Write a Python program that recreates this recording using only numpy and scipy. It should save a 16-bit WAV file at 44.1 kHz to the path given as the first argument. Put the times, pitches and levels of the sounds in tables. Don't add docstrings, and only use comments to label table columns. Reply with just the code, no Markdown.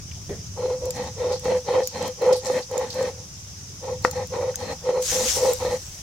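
import sys
import numpy as np
from scipy import signal
from scipy.fft import rfft, irfft, next_fast_len
from scipy.io import wavfile
from scipy.ndimage import uniform_filter1d, map_coordinates

SR = 44100
rng = np.random.default_rng(int(sys.argv[2]) if len(sys.argv) > 2 else 0)


def transcribe(signal):
    frames = np.atleast_2d(signal).T
    limited = np.clip(frames, -1, 1)
    pcm = np.round(limited * 32767).astype(np.int16)
    wavfile.write(sys.argv[1], SR, pcm)


N = 265482
TIME = np.arange(N) / SR

CONTACTS = [(0.588, 0.746, -24, -40, "push"), (0.829, 0.896, -25, -45.5, "push"),
            (0.952, 1.081, -33, -38, "pull"), (1.19, 1.336, -21, -34, "push"),
            (1.45, 1.573, -21.5, -33.5, "pull"), (1.686, 1.821, -18.5, -30.5, "push"),
            (1.949, 2.08, -24, -35, "pull"), (2.217, 2.348, -16, -31, "push"),
            (2.454, 2.59, -21, -32, "pull"), (2.726, 2.823, -21.5, -33.5, "push"),
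            (2.81, 2.89, -35, -40, "pull"), (2.954, 3.085, -22.5, -34, "pull"),
            (3.124, 3.233, -45.5, -56, "push"), (3.84, 3.94, -29.5, -40, "push"),
            (4.043, 4.075, -30, -38.5, "pull"), (4.136, 4.232, -30.5, -38.5, "pull"),
            (4.339, 4.497, -21.5, -35, "push"), (4.603, 4.73, -28, -36.5, "pull"),
            (4.857, 5.001, -20, -34, "push"), (5.122, 5.257, -25.5, -34, "pull"),
            (5.374, 5.516, -17.5, -31, "push"), (5.61, 5.755, -24.5, -34, "pull")]
# pitch_hz, bandwidth_hz, level_db
SLAB_MODES = [(180.4, 113, -24), (504.9, 16.7, 1.5), (819, 76, -11.5), (873, 220, -18.5), (1228, 87, -18),
              (1570, 200, -22.5), (1810, 153, -18), (2720, 133, -32.5), (3190, 300, -30), (3680, 240, -31),
              (4125, 77, -24)]
# frequency_hz, coherence
NEAR_COHERENCE = [(150, 0.95), (600, 0.96), (1000, 0.82), (1800, 0.3), (3000, 0.35), (15000, 0)]
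FAR_COHERENCE = [(60, 1), (130, 0.89), (290, 0.57), (640, 0.4), (1400, 0), (15000, 0)]


def grinding():
    hum, ring, coarse, rasp, scrape, wet = contact_gains()
    grit = grains(9000, scatter_db=1.0) * amp(1.38 * wobble(35))
    lumpy = coarse * amp(2.3 * wobble(70))
    # modes, gain, highpass_hz, lowpass_hz, roam_db
    groups = [(SLAB_MODES[:1], hum, 60, 700, 1.5), (SLAB_MODES[1:2], ring, 350, 600, .6),
              (SLAB_MODES[2:4], lumpy, 400, 1500, 1.5), (SLAB_MODES[4:7], rasp, 700, 3000, 1.5),
              (SLAB_MODES[7:], scrape, 1500, 8000, 2.5)]
    out = 0
    for modes, gain, highpass_hz, lowpass_hz, roam_db in groups:
        force = filtered(grit, lambda f: (1j * f / (highpass_hz + 1j * f) / (1 + 1j * f / lowpass_hz))**2)
        drive = force * gain / np.std(slab(force, modes))
        for mode in modes:
            out += slab(drive * amp(roam_db * wobble(9)), [mode])
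    return damping() * spread(out, NEAR_COHERENCE) + paste_fizz(wet)


def contact_gains():
    timbres = {"push": (-12, -9.5, -10.5, -25, 3.5, 0), "pull": (-4, -4.5, -6, -13, 5, 1.5)}
    lift_db_per_s, grit_share = 549, 0.26
    gains = np.zeros((6, N))
    for start, end, ring_db, grit_db, timbre in CONTACTS:
        hum_db, rasp_db, scrape_db, fizz_db, ease_db, growth_db = timbres[timbre]
        outside_s = np.maximum(np.maximum(start - TIME, TIME - end), 0)
        place = np.clip(2 * (TIME - start) / (end - start) - 1, -1, 1)
        load_db = growth_db * place - ease_db * place ** 2
        coarse_db = grit_db + grit_share * load_db
        levels_db = np.array([coarse_db + hum_db, ring_db + load_db, coarse_db, coarse_db + rasp_db,
                              coarse_db + scrape_db, np.full(N, grit_db + fizz_db)])
        gains += amp(levels_db - lift_db_per_s * outside_s)
    return gains


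def slab(force, modes):
    def ring(f):
        return sum(amp(db) * 1j * f * width / (hz**2 - f**2 + 1j * f * width) for hz, width, db in modes)
    return filtered(force, lambda f: ring(f) * (1j * f / (110 + 1j * f)) ** 3)


def damping():
    settle_s, choke_db_per_s = .04, 350
    resting_s = np.min([np.where(TIME > start - settle_s, TIME - end, 9)
                        for start, end, *_ in CONTACTS], axis=0)
    choke_db = choke_db_per_s * np.clip(resting_s - settle_s, 0, .035)
    return uniform_filter1d(amp(-choke_db), size=SR // 60)


def bumps():
    # start_s, level_db
    pits = [(0.575, -27.5), (0.658, -22.5), (1.306, -21.5), (1.36, -25), (1.456, -16.5), (1.481, -19.5),
            (1.688, -17.5), (1.75, -21), (1.805, -17), (2.22, -22), (2.272, -16), (2.308, -17.5),
            (2.5, -16), (2.713, -26), (2.77, -18), (2.847, -25), (3.009, -19), (4.342, -23), (4.411, -21.5),
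            (4.891, -17), (5.197, -23), (5.37, -23), (5.455, -15.5), (5.65, -15), (5.738, -24)]
    rise_s = .00034
    impulses = np.zeros((2, N))
    for (start, db), side in zip(pits, rng.normal(0, 0.89, len(pits))):
        impulses[:, round(start * SR)] = amp(db) * np.array([1, side])
    ring = slab(TIME * np.exp(-TIME / rise_s), SLAB_MODES)[:SR // 2]
    drops = signal.fftconvolve(impulses, ring[None] / np.abs(ring).max(), axes=1)[:, :N]
    return damping() * spread(drops, NEAR_COHERENCE)


def knock():
    # pitch_hz, level_db, t60_s, pan_db
    modes = [(1224, -0.5, 0.0062, 3), (506, -16.5, 0.078, 2), (926, -7, 0.008, 9),
             (1870, -15.5, 0.024, 8.5), (2540, -27, 0.024, 0)]
    start_s, rise_s = 4.049, .00041
    out, t = np.zeros((2, N)), np.arange(SR // 20) / SR
    ring = sum(amp(db - 60 * t / t60) * pan(pan_db) * np.sin(2 * np.pi * hz * t)
               for hz, db, t60, pan_db in modes)
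    out[:, round(start_s * SR):][:, :len(t)] = -2 * ring * (1 - np.exp(-t / rise_s))
    return out


def paste_fizz(gain):
    # frequency_hz, density_db
    spectrum = [(3000, -29), (5000, 1), (6500, 2), (9000, -6.5), (12000, -14), (16000, -18)]
    crackle = grains(7000, scatter_db=2.2)
    flicker = amp(4.1 * wobble(40))
    return gain * flicker * rush(spectrum, NEAR_COHERENCE, patchy_db=1.2, source=crackle) * pan(3.2)


def pulp():
    # start_s, length_s, level_db, centre_hz
    bursts = [(0.113, .01, -35, 2500), (1.32, 0.072, -31, 4750), (1.833, 0.12, -34, 5100),
              (2.326, 0.029, -24.5, 4800), (2.356, 0.058, -30.5, 4700), (2.361, 0.038, -39, 9500),
              (2.457, 0.041, -28, 5900), (2.623, 0.033, -35, 4700), (2.902, 0.053, -31, 4700),
              (4.042, 0.046, -29.5, 5440), (4.542, 0.0089, -29.5, 1501), (5.278, 0.027, -25, 2320)]
    out = 0
    for start, length, db, hz in bursts:
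        age = (TIME - start) / length
        envelope = ((age > 0) & (age < 1)) * (1 - 0.78 * age)
        pops = amp(db) * envelope * grains(8000, scatter_db=1.4)
        out += filtered(pops, lambda f: (0.72j * f * hz / (hz**2 - f**2 + 0.46j * f * hz)) ** 2)
    return out


def bangles():
    # start_s, level_db, treble_db, pan_db
    touches = [(0.8555, -28, -9, 0), (0.9064, -19.5, -10.5, 3), (1.324, -32, -15, 5), (1.3956, -31, -10, 3),
               (1.4431, -35, -10, -2.5), (1.8737, -19.5, -3.5, 0.5), (2.026, -33, -13, -12),
               (2.0786, -35.5, 6, -5), (2.22, -39, 2, -7), (2.2902, -35, -9, -4), (2.33, -22, -11, -2),
               (2.4483, -30, -12, 4), (2.4683, -28, -13, -9), (2.7142, -35, -10, -12.5),
               (2.779, -22, -11, -3), (2.795, -40, -1, -1), (2.9063, -35, -5, 5.5), (2.9427, -34, -6, 3.5),
               (3.0275, -27.5, -14, 0), (4.0243, -34, -6, -2), (4.048, -31, -4, -8.5),
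               (4.112, -22.5, -7, 2), (4.2723, -34, -3, -0.5), (4.557, -18, -12, 3), (5.024, -25, -10, 10),
               (5.3203, -26, -8, 1.5), (5.534, -23, 2, -1.5), (5.7688, -35, -14, 5),
               (5.8666, -36, -10, 2.5)]
    # pitch_hz, level_db
    modes = [(2500, -18), (4500, -9), (6700, -1), (7200, 0.5), (11700, -4), (14200, -4)]
    shelf_hz, ring_t60_s, tick_t60_s, lead_samples = 10500, .02, .014, 64
    out, t = np.zeros((2, N + SR)), np.arange(SR // 8) / SR
    shelf = 1 / (1 + (shelf_hz / (np.fft.rfftfreq(len(t), 1 / SR) + 1)) ** 12)
    for start, db, treble_db, pan_db in touches:
        ring = 0
        for mode_hz, mode_db in modes:
            hz = mode_hz * rng.normal(1, 0.05)
            ring += amp(rng.normal(mode_db, 2.2)) * np.sin(2 * np.pi * (hz * t + rng.random((2, 1))))
        tick = np.diff(rng.standard_normal((2, len(t) + 1)))
        touch = 0.75 * ring * amp(-60 * t / ring_t60_s) + 0.9 * tick * amp(-60 * t / tick_t60_s)
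        touch = np.roll(touch, lead_samples, axis=1)
        touch = irfft(rfft(touch) * amp(treble_db * shelf), len(t))
        out[:, round(start * SR) - lead_samples:][:, :len(t)] += amp(db) * pan(pan_db) * touch
    return out[:, :N]


def fruit_thud():
    # start_s, level_db, t60_s
    drop = (.291, -27, 0.32)
    # frequency_hz, density_db
    spectrum = [(25, -5), (50, -1), (150, -1), (250, -9), (450, -3), (800, -19.5), (1400, -28.5),
                (1950, -18.5), (2400, -25), (4500, -42)]
    start, db, t60 = drop
    t = TIME - start
    envelope = amp(db - 60 * np.abs(t) / t60) * np.clip(t / 0.0031, 0, 1)
    return envelope * rush(spectrum, NEAR_COHERENCE, patchy_db=3)


def splash():
    # time_s, level_db
    flow = [(5.0, -54), (5.025, -28.5), (5.1, -22), (5.19, -27.5), (5.22, -27), (5.29, -23.5),
            (5.36, -23.5), (5.41, -32), (5.46, -28.5), (5.62, -40), (6.02, -45)]
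    # frequency_hz, density_db
    spectrum = [(1200, -15.5), (2000, -12), (3000, -9.5), (4300, -7), (6200, 2.5), (8000, -4.5),
                (10000, -10.5), (16000, -18.5)]
    db, = curves(flow)
    gain = amp(db + 1.2 * wobble(30))
    drops = grains(16000, scatter_db=1.1)
    return gain * rush(spectrum, NEAR_COHERENCE, patchy_db=2, source=drops) * pan(2.8)


def walls(x):
    # frequency_hz, t60_s
    decay = [(200, 0.19), (2000, 0.16), (12000, 0.048)]
    hz, t, spectra = signal.stft(rng.standard_normal((2, SR // 2)), SR, nperseg=256)
    tail = signal.istft(spectra * amp(-60 * t / along(decay, hz)[:, None]), SR, nperseg=256)[1]
    delayed = np.pad(x, ((0, 0), (300, 0)))
    return signal.fftconvolve(delayed, tail / np.linalg.norm(tail[0]), axes=1)[:, :N]


def insects():
    # frequency_hz, density_db
    spectrum = [(4300, -21), (4900, -4.5), (5400, -0.5), (6100, 1.5), (6800, -5.5), (7800, -18.5),
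                (9500, -29)]
    gain = amp(-42.5 + 0.81 * wobble(60) + 0.44 * wobble(0.79))
    return gain * rush(spectrum, FAR_COHERENCE, patchy_db=0.75)


def engine():
    # time_s, firing_hz, level_db
    running = [(0.0, 17.2, -44), (0.5, 19.2, -44.5), (0.87, 20.2, -42), (2.01, 15.9, -53),
               (2.67, 17.7, -52), (3.07, 16.1, -48), (3.57, 19.6, -46.5), (4.12, 16.8, -43),
               (4.79, 20.8, -47.5), (5.31, 21.6, -53), (6.02, 18, -48.5)]
    # frequency_hz, gain_db
    exhaust = [(35, -36), (70, -11), (95, 3), (120, -14.5), (170, -5.5), (230, -21.5), (450, -37.5)]
    hz, db = curves(running)
    phase = 2 * np.pi * np.cumsum(hz) / SR
    out = 0
    for k in range(2, 24):
        gain = amp(db + along(exhaust, k * hz) + 3.35 * wobble(2.5))
        out += gain * np.cos(k * phase + 0.52 * wobble(3.05))
    return out


def yard():
    # time_s, level_db
    swell = [(0, -39.5), (.9, -39.5), (2.2, -48), (4.2, -41), (5.1, -49), (5.35, -40.5), (6.02, -49.5)]
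    # frequency_hz, density_db
    rumble_spectrum = [(12, -47.5), (20, -12), (48, -27.5), (66, -6), (97, -3), (150, -13), (216, -22),
                       (353, -32), (400, -26.5), (520, -74), (880, -120)]
    air_spectrum = [(150, -44.5), (250, -11), (1100, -17), (1790, -20.5), (2860, -17.5), (3340, -16.5),
                    (6140, -19.5), (7190, -16.5), (16000, -34.5)]
    db, = curves(swell)
    rumble = amp(db) * rush(rumble_spectrum, FAR_COHERENCE, patchy_db=-0.5) * pan(1.4)
    return rumble + amp(-49.5) * rush(air_spectrum, FAR_COHERENCE, patchy_db=2)


def breeze():
    # peak_s, level_db, ten_db_fall_s
    puffs = [(.3, -48, 0.07), (5.33, -39, 0.32), (5.92, -48.5, .15)]
    # frequency_hz, density_db
    spectrum = [(12, -40), (25, -16), (45, -7.5), (72, -5), (95, -10), (200, -38.5)]
    calm_db = -61.5
    gain = amp(calm_db) + sum(amp(db - 10 * np.abs(TIME - peak) / fall) for peak, db, fall in puffs)
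    return gain * amp(1.7 * wobble(10)) * rush(spectrum, FAR_COHERENCE, patchy_db=3)


def amp(db):
    return 10 ** (np.asarray(db) / 20)


def pan(db):
    return amp([[db / 2], [-db / 2]])


def unit(x):
    return x / np.sqrt(np.mean(x ** 2) + 1e-20)


def along(points, hz):
    f, values = np.transpose(points)
    return np.interp(np.log(hz + 1), np.log(f + 1), values)


def curves(rows):
    times, *columns = np.transpose(rows)
    return [np.interp(TIME, times, column) for column in columns]


def wobble(rate):
    return map_coordinates(rng.standard_normal(int(N * rate / SR) + 4), [TIME * rate])


def filtered(x, response):
    size = next_fast_len(N + SR // 2)
    return irfft(rfft(x, size) * response(np.fft.rfftfreq(size, 1 / SR)), size)[..., :N]


def spread(pair, coherence):
    def weights(hz):
        angle = np.arccos(np.clip(along(coherence, hz), -1, 1)) / 2
        return np.array([np.cos(angle), np.sin(angle)])
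    mid, side = filtered(pair, weights)
    return np.array([mid + side, mid - side])


def grains(per_second, scatter_db):
    size = (rng.random(N) < per_second / SR) * amp(scatter_db * rng.exponential(size=N))
    return unit(size * rng.standard_normal((2, N)))


def rush(spectrum, coherence, patchy_db, source=None):
    if source is None:
        source = rng.standard_normal((2, N))
    spectra = signal.stft(source, nperseg=512)[2]
    patches = uniform_filter1d(rng.standard_normal(spectra.shape[1:]), size=6, axis=0)
    patches = unit(uniform_filter1d(patches, size=8, axis=1))
    pair = signal.istft(spectra * amp(patchy_db * patches), nperseg=512)[1][:, :N]
    coloured = filtered(pair, lambda hz: amp(along(spectrum, hz)))
    return unit(spread(coloured, coherence))


def scene():
    hits = bumps() + knock() + bangles()
    work = grinding() + hits + amp(-18.5) * walls(hits) + fruit_thud() + splash() + pulp()
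    return work + insects() + engine() + yard() + breeze()


def record(dry):
    ceiling, top_hz = .97, 16300
    rounded = dry / (1 + np.abs(dry / ceiling) ** 6) ** (1 / 6)
    return filtered(rounded, lambda hz: hz < top_hz)


dry = scene()
out = record(dry)
transcribe(out)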